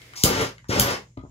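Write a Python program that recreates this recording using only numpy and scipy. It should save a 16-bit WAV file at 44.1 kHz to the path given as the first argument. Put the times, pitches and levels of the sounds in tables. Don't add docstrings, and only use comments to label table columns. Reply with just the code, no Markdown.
import sys
import numpy as np
from scipy import signal
from scipy.fft import rfft, irfft
from scipy.io import wavfile
from scipy.ndimage import uniform_filter1d, map_coordinates

SR = 44100
rng = np.random.default_rng(int(sys.argv[2]) if len(sys.argv) > 2 else 0)


def gain_from_db(level_db):
    decades = np.asarray(level_db, float) / 20
    return 10 ** decades


def bounce(signal):
    frames = np.transpose(np.atleast_2d(signal))
    limited = np.clip(frames, -1, 1)
    pcm = np.round(limited * 32767).astype(np.int16)
    wavfile.write(sys.argv[1], SR, pcm)


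N = 57330
T = np.arange(N) / SR


def unit(x):
    return x / np.sqrt(np.mean(x ** 2))


def noise():
    return rng.standard_normal(N)


def colour(x, points):
    hz_points, db_points = np.array(points, float).T
    hz = np.maximum(np.arange(2049) * SR / 4096, 1)
    log_gain = np.interp(np.log(hz), np.log(hz_points), db_points) * np.log(10) / 20
    cepstrum = irfft(log_gain)
    cepstrum[1:2048] *= 2
    cepstrum[2049:] = 0
    impulse = irfft(np.exp(rfft(cepstrum)))
    return signal.fftconvolve(x, impulse)[:N]


def band(x, hz, width_hz):
    hz = min(hz, 0.45 * SR)
    return signal.lfilter(*signal.iirpeak(hz, hz / width_hz, fs=SR), x)


def resonances(x, modes):
    return sum(gain_from_db(db) * band(x, hz, width_hz) for hz, width_hz, db in modes)


def ring(x, modes):
    out = 0
    for hz, db, t60_s in modes:
        pole = np.exp(2j * np.pi * hz / SR - np.log(1000) / (t60_s * SR))
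        out = out + gain_from_db(db) * signal.lfilter([1], [1, -pole], x).imag
    return out


def filtered(x, order, hz, kind="low"):
    return signal.sosfilt(signal.butter(order, hz, kind, fs=SR, output="sos"), x)


def walk(rate_hz):
    k = max(int(SR / rate_hz), 2)
    smooth = uniform_filter1d(rng.standard_normal(N), k)
    return unit(uniform_filter1d(smooth, k))


def push(at, length_s):
    return np.sin(np.pi * np.clip((T - at) / length_s, 0, 1)) ** 2


SAG_DB_S2 = 2204


def flow(on, off, attack_s, sag_db_s):
    rise = 1 - np.exp(-np.maximum(T - on, 0) / attack_s)
    late = np.maximum(T - off, 0)
    return rise * gain_from_db(-sag_db_s * late - SAG_DB_S2 * late ** 2)


# open_s, shut_s, gas_db, flame_db
BURSTS = [
    (0.155, 0.421, -37.5, -28.5),
    (.684, 0.911, -39, -28.5),
]
# frequency_hz, level_db (per Hz)
GAS_SPECTRUM = [(180, -46), (300, -30.5), (1080, 0.5), (1660, -32), (2250, -3.5), (2650, -8.5), (6000, 4.5),
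                (8360, -10), (16000, -12.5)]
# frequency_hz, width_hz, level_db
NOZZLE = [(5100, 500, 9), (6050, 300, 12.5), (7400, 500, -21.5), (11600, 700, -1.5), (2240, 620, 7.5)]


def gas():
    n = noise()
    hiss = unit(colour(n, GAS_SPECTRUM)) + gain_from_db(-14) * unit(resonances(n, NOZZLE))
    envelope = sum(gain_from_db(db) * flow(on, off, attack_s=0.003, sag_db_s=160.5) for on, off, db, _ in BURSTS)
    return unit(hiss) * gain_from_db(1.3 * walk(200)) * envelope


LIGHTS_S = [.237, .6935]
# frequency_hz, level_db (per Hz)
FLAME_SPECTRUM = [(24, -48.5), (40, -5.5), (433, 0.5), (516, 3), (733, -5.5), (942, -1.5), (2500, -9.5),
                  (5050, -14), (16000, -44.5)]
# frequency_hz, width_hz, level_db
TUBE = [(302, 340, 6), (481, 40, 7), (920, 450, -10), (3150, 500, -18)]


def flame_flow(attack_s):
    out = 0
    for lit, (_, off, _, db) in zip(LIGHTS_S, BURSTS):
        out = out + gain_from_db(db) * flow(lit, off, attack_s, sag_db_s=80.5)
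    return out


def flame():
    n = noise()
    roar = unit(colour(n, FLAME_SPECTRUM)) + gain_from_db(-9) * unit(resonances(n, TUBE))
    flutter_db = -2.77 * walk(29.6) - 2.5 * walk(159)
    low = filtered(roar, 2, 700)
    high = roar - low
    low_roar = low * gain_from_db(flutter_db + 0.31 * walk(44)) * flame_flow(attack_s=0.003)
    high_roar = high * gain_from_db(0.22 * flutter_db + 0.3 * walk(67.6)) * flame_flow(attack_s=0.0083)
    return low_roar + high_roar


# start_s, puff_db, length_s, room_boom_db
PUFFS = [
    (0.2395, -2, 0.0026, -20.5),
    (0.693, -11, 0.0027, -27),
    (0.794, -41, .004, -20.5),
]


def puffs():
    direct = -sum(gain_from_db(db) * push(at, length_s) for at, db, length_s, _ in PUFFS)
    drive = -sum(gain_from_db(boom_db) * push(at, length_s) for at, _, length_s, boom_db in PUFFS) / 20
    return filtered(direct, 1, 69, "high"), drive


SNAP_S = [.2354, .7963]
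# crack_db, tail_db, tail_t60_s, bass_cut_hz
SNAPS = [
    (-9.5, -26, 0.15, 1400),
    (-9, -35, .12, 2300),
]
# frequency_hz, level_db (per Hz)
SNAP_SPECTRUM = [(410, -4.5), (700, -16), (1600, -4.5), (3200, -0.5), (4990, 0), (6830, 3), (8420, -5),
                 (12200, 4.5), (16000, -6.5)]


def snaps():
    crackle = noise() * gain_from_db(6.5 * rng.standard_normal(N))
    n = unit(colour(crackle, SNAP_SPECTRUM))
    out = 0
    for at, (crack_db, tail_db, t60_s, cut_hz) in zip(SNAP_S, SNAPS):
        late = np.maximum(T - at, 0)
        crack = gain_from_db(crack_db) * np.exp(-np.maximum(late - 0.0028, 0) / 0.001)
        tail = gain_from_db(tail_db - 60 * late / t60_s)
        onset = np.clip(late / 0.00041, 0, 1)
        out = out + filtered(n, 2, cut_hz, "high") * (crack + tail) * onset
    return out


# start_s, level_db, pitch_hz, width_hz
TICKS = [
    (0.017, -41, 3050, 6000),
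    (.135, -35, 1170, 2000),
    (.412, -23, 10550, 2030),
    (.581, -40, 2100, 2000),
    (.643, -41.5, 1200, 1250),
    (0.906, -29.5, 10200, 3020),
    (1.118, -81.5, 2000, 1016),
    (1.174, -46, 2450, 2350),
]


def tick(n, at, db, hz, width_hz):
    late = np.maximum(T - at, 0)
    envelope = (1 - np.exp(-late / 0.00048)) * gain_from_db(db - 60 * late / 0.014)
    return band(unit(band(n, hz, width_hz)) * envelope, hz, width_hz)


def ticks():
    n = noise()
    out = 0
    for at, db, hz, width_hz in TICKS:
        out = out + tick(n, at, db, hz, width_hz) + tick(n, at, db - 7.5, hz, 3 * width_hz)
    return out


# start_s, level_db, contact_s
KNOCKS = [
    (1.172, -37, 0.00096),
    (1.175, -29, 0.0014),
    (1.19, -62, 0.0028),
    (1.212, -49, 0.0019),
    (1.237, -34.5, 0.00142),
    (1.251, -36, 0.00096),
]
# frequency_hz, level_db, t60_s
BENCH = [(57.7, 4.5, 0.21), (110, 8, 0.08), (202, -12.5, 0.04), (250, 0.5, 0.033), (373, -21.5, 0.039),
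         (606, -13.5, 0.034), (820, -22, 0.033), (980, -16.5, 0.04)]
# start_s, level_db
PART_HITS = [
    (1.172, -29.5),
    (1.192, -32.5),
    (1.213, -35.5),
    (1.253, -48),
]
# frequency_hz, level_db, t60_s
METAL_PART = [(1253.6, -14, 0.1), (2020, -30.5, 0.032), (3310, -33, 0.037), (4000, -31, 0.031)]


def knocks():
    bench_force = sum(gain_from_db(db) * np.gradient(push(at, contact_s)) for at, db, contact_s in KNOCKS)
    part_force = sum(gain_from_db(db) * np.gradient(push(at, 0.00025)) for at, db in PART_HITS)
    return ring(bench_force, BENCH) + ring(part_force, METAL_PART)


# frequency_hz, level_db, t60_s
ROOM_MODES = [(57, -23, .35), (121.7, -6, 0.18), (201, -11.5, 0.24)]


def boom(drive, fire):
    return ring(drive + gain_from_db(-46) * fire, ROOM_MODES)


def pair(a, b):
    side = filtered(b, 2, 598, "high")
    return np.array([a + side, a - side]) / np.sqrt(2)


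def tail(x):
    n = noise()[:SR // 2]
    t = T[:SR // 2]
    low = filtered(n, 1, 3000)
    decay = low * gain_from_db(-60 * t / 0.21) + (n - low) * gain_from_db(-60 * t / 0.2)
    impulse = decay * np.clip(t / 0.0091, 0, 1)
    return signal.fftconvolve(x, impulse / np.sqrt(np.sum(impulse ** 2)))[:N]


def room(x):
    return gain_from_db(-1.5) * pair(tail(x), tail(x))


# frequency_hz, level_db (per Hz)
LEAK_SPECTRUM = [(24, -42.5), (40, -12), (133, 2.5), (180, -16), (363, -3.5), (942, -17.5), (2150, -9.5),
                 (2570, -12.5), (16000, -29.5)]


def leak():
    hiss = pair(unit(colour(noise(), LEAK_SPECTRUM)), unit(colour(noise(), LEAK_SPECTRUM)))
    fade_db = 20 * np.maximum(T - 0.18, 0) / 0.062
    return hiss * gain_from_db(-50 + 0.5 * walk(31) - fade_db)


# frequency_hz, level_db (rms)
HUM = [(58, -63), (119.5, -55.5)]


def hum():
    out = 0
    for hz, db in HUM:
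        tone = np.sqrt(2) * np.sin(2 * np.pi * (hz * T + rng.random()))
        out = out + gain_from_db(db + 0.84 * walk(22)) * tone
    return out


# frequency_hz, level_db (per Hz)
FLOOR_SPECTRUM = [(24, -33.5), (40, -6), (155, 0.5), (1370, -42), (2210, -32), (4800, -36.5), (6820, -23.5),
                  (9220, -43.5), (16000, -52)]


def room_floor():
    floor = pair(unit(colour(noise(), FLOOR_SPECTRUM)), unit(colour(noise(), FLOOR_SPECTRUM)))
    return floor * gain_from_db(-58.5 + 2.0 * walk(10))


def scene():
    fire = flame()
    puff, drive = puffs()
    near = gas() + fire + puff + snaps() + ticks() + knocks()
    port_lag_s, pan_db = 0.0002914, 3.4
    right = map_coordinates(near, [(T - port_lag_s) * SR], mode="nearest")
    direct = np.array([near * gain_from_db(pan_db / 2), right * gain_from_db(-pan_db / 2)])
    return direct + room(near) + boom(drive, fire) + leak() + hum() + room_floor()


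def band_limit(x):
    return signal.sosfilt(signal.butter(12, 16510, fs=SR, output="sos"), x)


# frequency_hz, width_hz, level_db
HOUSING = [(2118, 130, 1), (3070, 410, -13), (5205, 350, -3.5), (6900, 370, -7)]


def record(dry):
    x = dry + resonances(dry, HOUSING)
    x = x - 0.27 * band(x, 7840, 220)
    x = filtered(x, 5, 45, "high")
    x = signal.sosfilt(signal.ellip(8, 0.2, 60, 15600, fs=SR, output="sos"), x)
    mix = 1.228 * np.tanh(x / 1.282)
    return band_limit(mix)


dry = scene()
out = record(dry)
bounce(out)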